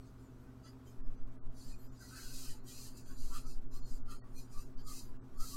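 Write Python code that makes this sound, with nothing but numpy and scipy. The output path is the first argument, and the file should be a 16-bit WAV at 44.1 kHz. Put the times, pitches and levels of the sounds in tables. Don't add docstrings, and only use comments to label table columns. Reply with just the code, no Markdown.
import sys
import numpy as np
from scipy import signal
from scipy.fft import rfft, irfft, dct, next_fast_len
from scipy.io import wavfile
from scipy.ndimage import uniform_filter1d, minimum_filter1d

SR = 44100
rng = np.random.default_rng(int(sys.argv[2]) if len(sys.argv) > 2 else 0)


def level_to_linear(level):
    exponent = np.asarray(level, float) / 20
    return 10 ** exponent


def transcribe(u):
    v = np.clip(np.atleast_2d(u).T, -1, 1)
    q = np.round(v * 32767).astype(np.int16)
    wavfile.write(sys.argv[1], SR, q)


N = 245195

# centre in Hz, width in Hz, lift in dB.
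GLASS_MODES = [(990.3, 6.6, 22.5), (1157.5, 33, 9), (1249, 71, 4), (1350.4, 18, 9), (1514, 72, 8),
               (1940, 140, 5.5), (2163, 3.3, 21), (2552, 380, 6.5), (2932, 12, 5.5), (3104, 14, 9),
               (3487, 21, 4.5), (4255, 60, 7.5), (4815, 28, 4), (6100, 45, 4), (7060, 99, 6.5)]
REMOVED_DB = 14.5


def evened(x):
    return x / np.sqrt(np.mean(x ** 2) + 1e-20)


def coloured(points, extra_db_per_octave=0, modes=()):
    size = next_fast_len(N, True)
    hz = np.fft.rfftfreq(size, 1 / SR) + .1
    point_hz, point_db = np.transpose(points)
    shape_db = np.interp(np.log(hz), np.log(point_hz), point_db)
    shape_db = shape_db + extra_db_per_octave * np.log2(hz / 7000)
    for centre, width, lift in modes:
        shape_db = shape_db + lift / (1 + (2 * (hz - centre) / width) ** 2)
    return evened(irfft(rfft(rng.standard_normal(size)) * level_to_linear(shape_db), size)[:N])


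def wander(hz):
    low_pass = signal.butter(2, hz, fs=SR / 128, output="sos")
    coarse = evened(signal.sosfiltfilt(low_pass, rng.standard_normal(N // 128 + 2)))
    return np.interp(np.arange(N) / 128, np.arange(len(coarse)), coarse)


def ramps_db(rows, rise_db_per_s, fall_db_per_s):
    t = np.arange(0, N, 16) / SR
    start, held, db = np.array(rows).T[:3, :, None]
    early = np.maximum(start - t, 0)
    late = np.maximum(t - start - held, 0)
    level_db = db - rise_db_per_s * early - fall_db_per_s * late
    return np.repeat(level_db, 16, axis=1)[:, :N]


def resonate(x, hz, width_hz):
    turn = np.exp(2j * np.pi * np.cumsum(hz) / SR)
    r = np.exp(-np.pi * width_hz / SR)
    return (turn * signal.lfilter([1], np.convolve([1, -r], [1, -r]), x / turn)).real


def room(waver_db=0.5, drift_hz=0.45):
    # frequency in Hz, level in dB per Hz.
    air_colour = [(30, -14), (74, -7), (110, -4), (150, -13), (215, -4), (290, -10), (320, -13), (380, -7),
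                  (430, -15), (520, -27.5), (700, -43.5)]
    # frequency in Hz, level in dB per Hz.
    room_colour = [(280, -29.5), (480, 1.5), (524, -8.5), (606, -1.5), (690, -5.5), (1200, -5.5),
                   (1500, -8.5), (1750, -15), (2500, -20.5), (4000, -23.5), (7000, -26.5), (10000, -42),
                   (14000, -40), (15900, -51)]
    # frequency in Hz, rms level in dB.
    hum_lines = [(74.1, -68.5), (119.4, -60.5), (124.6, -69.5), (130.4, -68), (250, -66), (261, -70),
                 (264.9, -65), (376, -83), (394, -83.5), (654, -82.5)]
    whine = (8000, -97)  # Hz, dB rms
    t = np.arange(N) / SR
    out = level_to_linear(-61.5) * coloured(air_colour) + level_to_linear(-69) * coloured(room_colour)
    for hz, db in hum_lines + [whine]:
        turns = hz * t + drift_hz * np.cumsum(wander(3.05)) / SR + rng.random()
        out += np.sqrt(2) * level_to_linear(db + waver_db * wander(4.3)) * np.sin(2 * np.pi * turns)
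    return out * level_to_linear(REMOVED_DB)


def patchy(x, patch_db):
    z = signal.stft(x, nperseg=512)[2]
    patches = uniform_filter1d(rng.standard_normal(z.shape), size=4, axis=0)
    patches = uniform_filter1d(patches, size=16, axis=1)
    return signal.istft(z * level_to_linear(patch_db * evened(patches)), nperseg=512)[1][:N]


def fibres(knee_db=-60, grain_db=0.13):
    # full pressure from in seconds, held in seconds, fibre hiss in dB,
    # dull part against the hiss in dB.
    strokes = [(.05, .012, -75, -15), (.2, 0.01, -77, -12), (.414, 0.016, -82, -2), (0.656, .02, -74, 15.5),
               (.875, 0.033, -72.5, 9), (1.572, 0.084, -64, 7), (1.66, 0.064, -65.5, 8.5),
               (1.79, 0.088, -76, -12), (1.95, .04, -73.5, -11), (2.01, 0.081, -62.5, 3.5),
               (2.085, 0.1, -60, 9.5), (2.16, 0.23, -56.5, 5.5), (2.34, 0.12, -54, 3.5),
               (2.44, 0.079, -56.5, 8), (2.678, .2, -57, 6.5), (2.976, 0.0028, -58, 6.5),
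               (3.06, 0.071, -66.5, 6.5), (3.188, 0.13, -59.5, 3.5), (3.339, 0.041, -55, 9),
               (3.473, 0.043, -61, -8), (3.743, 0.026, -62, 5), (3.868, 0.091, -66, -2),
               (4.113, 0.0083, -58, 9.5), (4.37, 0.027, -60, 1), (4.53, 0.034, -64.5, 7.5),
               (4.58, 0.031, -60, 4), (4.795, 0.0049, -73.5, 12.5), (4.877, 0.12, -55, 2.5),
               (5.04, 0.014, -66.5, 8), (5.407, 0.14, -54, 2.5)]
    # frequency in Hz, level in dB per Hz.
    hiss_colour = [(2100, -15.5), (3600, -12), (3850, -1), (4270, -0.5), (4950, 2.5), (5490, -3), (5980, 1),
                   (7220, -1), (8700, -2), (9400, -15.5)]
    # frequency in Hz, level in dB per Hz.
    airy_colour = [(8300, -20.5), (9000, -1.5), (11000, -4), (13100, -2.5), (14300, -12), (15700, -7.5)]
    # frequency in Hz, level in dB per Hz.
    dull_colour = [(1500, -68), (1750, -0.5), (2300, -7.5), (2900, -2), (3400, 0.5), (3700, -23.5)]
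    air_share_db, air_per_db = -4, -0.12
    each_db = ramps_db(strokes, rise_db_per_s=563, fall_db_per_s=311)
    hiss_db = np.maximum(each_db.max(axis=0), -108.5)
    dull_db = uniform_filter1d(np.array(strokes)[each_db.argmax(axis=0), -1], size=1000)
    lift_db = .5 * np.maximum(knee_db - hiss_db, 0)
    hiss = coloured(hiss_colour, 0, GLASS_MODES)
    hiss = hiss + level_to_linear(air_share_db - air_per_db * lift_db) * coloured(airy_colour)
    hiss += level_to_linear(-15.5 + dull_db) * coloured(dull_colour, 0, GLASS_MODES)
    hiss = patchy(hiss, patch_db=.9)
    return hiss * level_to_linear(hiss_db + lift_db + 1.0 + grain_db * wander(44))


def sway(drift=0.1328, loose_db=-9):
    # full from in seconds, held in seconds, sway in dB.
    pushes = [(.11, .4, -61), (.95, .04, -46), (1.03, 0.046, -30), (1.24, 0.013, -30), (1.46, 0.02, -30),
              (1.71, 0.007, -31.5), (1.87, .01, -39.5), (2.25, 0.25, -41), (2.49, 0.025, -32.5),
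              (2.63, 0.0069, -40.5), (2.81, 0.011, -40), (2.91, .01, -42), (3.1, 0.1, -34.5),
              (3.22, 0.023, -27.5), (3.3, 0.23, -32), (3.56, .28, -33), (3.92, 0.013, -26.5),
              (4.02, 0.12, -33), (4.3, 0.13, -39.5), (4.57, 0.029, -32), (4.77, 0.13, -34),
              (5.02, 0.15, -39), (5.39, 0.014, -28.5), (5.54, .02, -40.5)]
    # frequency in Hz, level in dB per Hz.
    loose_colour = [(2, 4.5), (6.2, -1), (16, 4.5), (33, -23.5), (50, -40), (90, -63)]
    # frequency in Hz, level in dB.
    arm_modes = [(6.1, 2), (11.5, -9), (16.5, -5.5), (24, -24), (32, -15)]
    out = level_to_linear(loose_db) * coloured(loose_colour)
    for hz, db in arm_modes:
        turns = np.cumsum(hz * (1 + drift * wander(2.9))) / SR + rng.random()
        out += level_to_linear(db) * np.sin(2 * np.pi * turns)
    push_db = ramps_db(pushes, rise_db_per_s=246, fall_db_per_s=181).max(axis=0)
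    push_db = np.maximum(push_db, -72)
    return level_to_linear(uniform_filter1d(push_db, size=1500)) * evened(out)


def catches():
    # centre in seconds, length in seconds, frequency in Hz, width in Hz, level in dB.
    creases = [(.675, 0.11, 4820, 500, -66.5), (0.88, 0.058, 6500, 600, -71.5),
               (1.646, 0.28, 4570, 1600, -71.5), (1.702, 0.12, 3090, 90, -76),
               (1.725, 0.11, 2490, 90, -73.5), (0.667, 0.065, 6260, 500, -68.5),
               (0.676, 0.055, 1550, 700, -62), (2.18, 0.2, 1516, 90, -68), (1.832, .12, 12650, 1510, -69),
               (2.052, 0.108, 1940, 70.5, -68.5), (3.207, 0.059, 4600, 600, -67),
               (3.454, 0.082, 1335, 70, -65), (3.51, 0.039, 2596, 89.9, -69), (3.854, 0.09, 4310, 152, -69),
               (4.131, 0.11, 4370, 80.4, -72), (4.38, 0.073, 4220, 300, -68), (4.387, 0.1, 6100, 300, -73),
               (4.385, 0.062, 2483, 69, -71), (4.803, 0.074, 4670, 500, -67)]
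    out, slips = np.zeros(N), rng.standard_normal(N)
    for s, length, hz, width_hz, db in creases:
        a, b = round((s - length / 2) * SR), round((s + length / 2) * SR)
        band = evened(resonate(slips[a:b], np.full(b - a, hz), width_hz))
        out[a:b] += level_to_linear(db) * band * signal.windows.tukey(b - a, .6)
    return out


def plate(width_hz=230, lift_db=3.5, ring_share=0.53):
    # full from in seconds, held in seconds, level in dB, centre in Hz.
    answers = [(.67, 0.017, -63, 1260), (2.017, 0.015, -63, 1394), (2.097, 0.1, -59.5, 1348),
               (2.17, 0.093, -62.5, 1492), (2.27, 0.048, -69.5, 1444), (2.365, .03, -64, 1450),
               (2.42, 0.047, -64, 1330), (2.95, 0.018, -71, 925), (3.05, 0.062, -65.5, 1532),
               (3.3, 0.028, -61, 1140), (3.335, 0.033, -56.5, 1289), (3.44, 0.047, -62.5, 1332),
               (3.735, 0.06, -64.5, 1190), (4.02, 0.11, -70.5, 1172), (4.096, 0.032, -57.5, 1280),
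               (4.573, 0.026, -59, 1210), (4.87, 0.053, -58.5, 1157), (5.015, .008, -61, 1000),
               (5.38, 0.015, -60, 1210), (5.432, 0.028, -57.5, 1297), (5.525, 0.015, -59, 1180)]
    softened_modes = [(hz, width, ring_share * db) for hz, width, db in GLASS_MODES]
    out = np.zeros(N)
    slips = coloured([(500, -1.5), (2500, -0.45)], 0, softened_modes)
    levels_db = ramps_db(answers, rise_db_per_s=301, fall_db_per_s=400)
    for (s, held, db, hz), level_db in zip(answers, levels_db):
        span = slice(round((s - .15) * SR), round((s + held + .25) * SR))
        band = evened(resonate(slips[span], np.full(len(slips[span]), hz), width_hz))
        out[span] += band * level_to_linear(level_db[span] + lift_db)
    return out


def scene():
    return (fibres() + plate() + room() + sway() + catches())[None]


def remove_noise(x, release_db=-0.5, floor_hz=45, wary_hz=850):
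    margin_db = 7.5
    hz, t, z = signal.stft(x, SR, nperseg=2048, noverlap=1536, boundary="even")
    power = abs(z) ** 2 + 1e-20
    learnt = uniform_filter1d(np.median(power[:, 22:52], 1), size=9) / np.log(2)
    held = minimum_filter1d(power, size=2, axis=1)
    over_db = 10 * np.log10(held / learnt[:, None]) - margin_db
    over_db[hz < wary_hz] = -60
    over_db[hz < floor_hz] = 60
    gain_db = -REMOVED_DB / (1 + np.exp(np.clip(over_db / .7, -30, 30)))
    for step in (1, -1, 1):
        padded = np.pad(gain_db, ((0, 0), (1, 1)), "edge")
        neighbour_db = np.roll(padded, step, 1)[:, 1:-1]
        gain_db = np.maximum(gain_db, neighbour_db - abs(release_db))
    return signal.istft(z * level_to_linear(gain_db), SR, nperseg=2048, noverlap=1536)[1][:N]


def starve(x, rise_db=-0.5):
    # coarsest from in seconds, held in seconds, step in dB.
    dropouts = [(1.024, 0.02, -60.5), (1.095, 0.0042, -69.5), (1.163, 0.056, -70.5), (1.233, 0.0095, -58),
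                (1.302, 0.006, -70.5), (1.39, 0.038, -57.5), (1.488, 0.0039, -61), (1.558, 0.025, -69),
                (1.744, .005, -62.5), (1.883, 0.014, -61.5), (2.488, .005, -68), (2.605, 0.023, -67.5),
                (3.044, .005, -61.5), (3.185, 0.024, -58.5), (3.485, 0.047, -59), (3.601, .005, -67),
                (3.665, 0.04, -57), (3.81, 0.033, -58), (3.95, .005, -73), (4.005, 0.032, -59),
                (4.2, .01, -52.5), (4.298, .028, -77), (4.36, 0.011, -59), (4.6, .005, -77),
                (4.646, .005, -64), (4.762, 0.0074, -59), (4.85, .033, -54.5), (5.0, 0.04, -68),
                (5.178, 0.04, -64), (5.389, .005, -55)]
    hop, grid = 1024, 177
    lead = 2 * hop - grid
    window = signal.windows.kaiser_bessel_derived(2 * hop, 4 * np.pi)
    padded = np.pad(x, (lead, 3 * hop))
    frames = np.lib.stride_tricks.sliding_window_view(padded, 2 * hop)[::hop] * window
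    a, b, c, d = np.split(frames, 4, axis=1)
    lines = dct(np.hstack([-c[:, ::-1] - d, a - b[:, ::-1]]), type=4, norm="ortho")
    need_db = ramps_db(dropouts, rise_db_per_s=636, fall_db_per_s=502).max(axis=0)
    centres = np.clip(np.arange(len(lines)) * hop + hop - lead, 0, N - 1)
    step_db = np.maximum(need_db[centres], -78)
    tilt_db = rise_db * np.log2((np.arange(hop) + 1) / 200)
    step = level_to_linear(step_db[:, None] + tilt_db)
    kept = lines / (1 + (step / (abs(lines) + 1e-12)) ** 12)
    p, q = np.split(dct(kept, type=4, norm="ortho"), 2, axis=1)
    halves = np.hstack([q, -q[:, ::-1], -p[:, ::-1], -p]) * window
    return (halves[1:, :hop] + halves[:-1, hop:]).ravel()[lead - hop:][:N]


def roll_off(x):
    return signal.sosfilt(signal.butter(12, 15650, fs=SR, output="sos"), x)


def record(dry):
    cleaned = remove_noise(dry[0])
    mix = starve(cleaned)[None]
    return roll_off(mix)


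dry = scene()
out = record(dry)
transcribe(out)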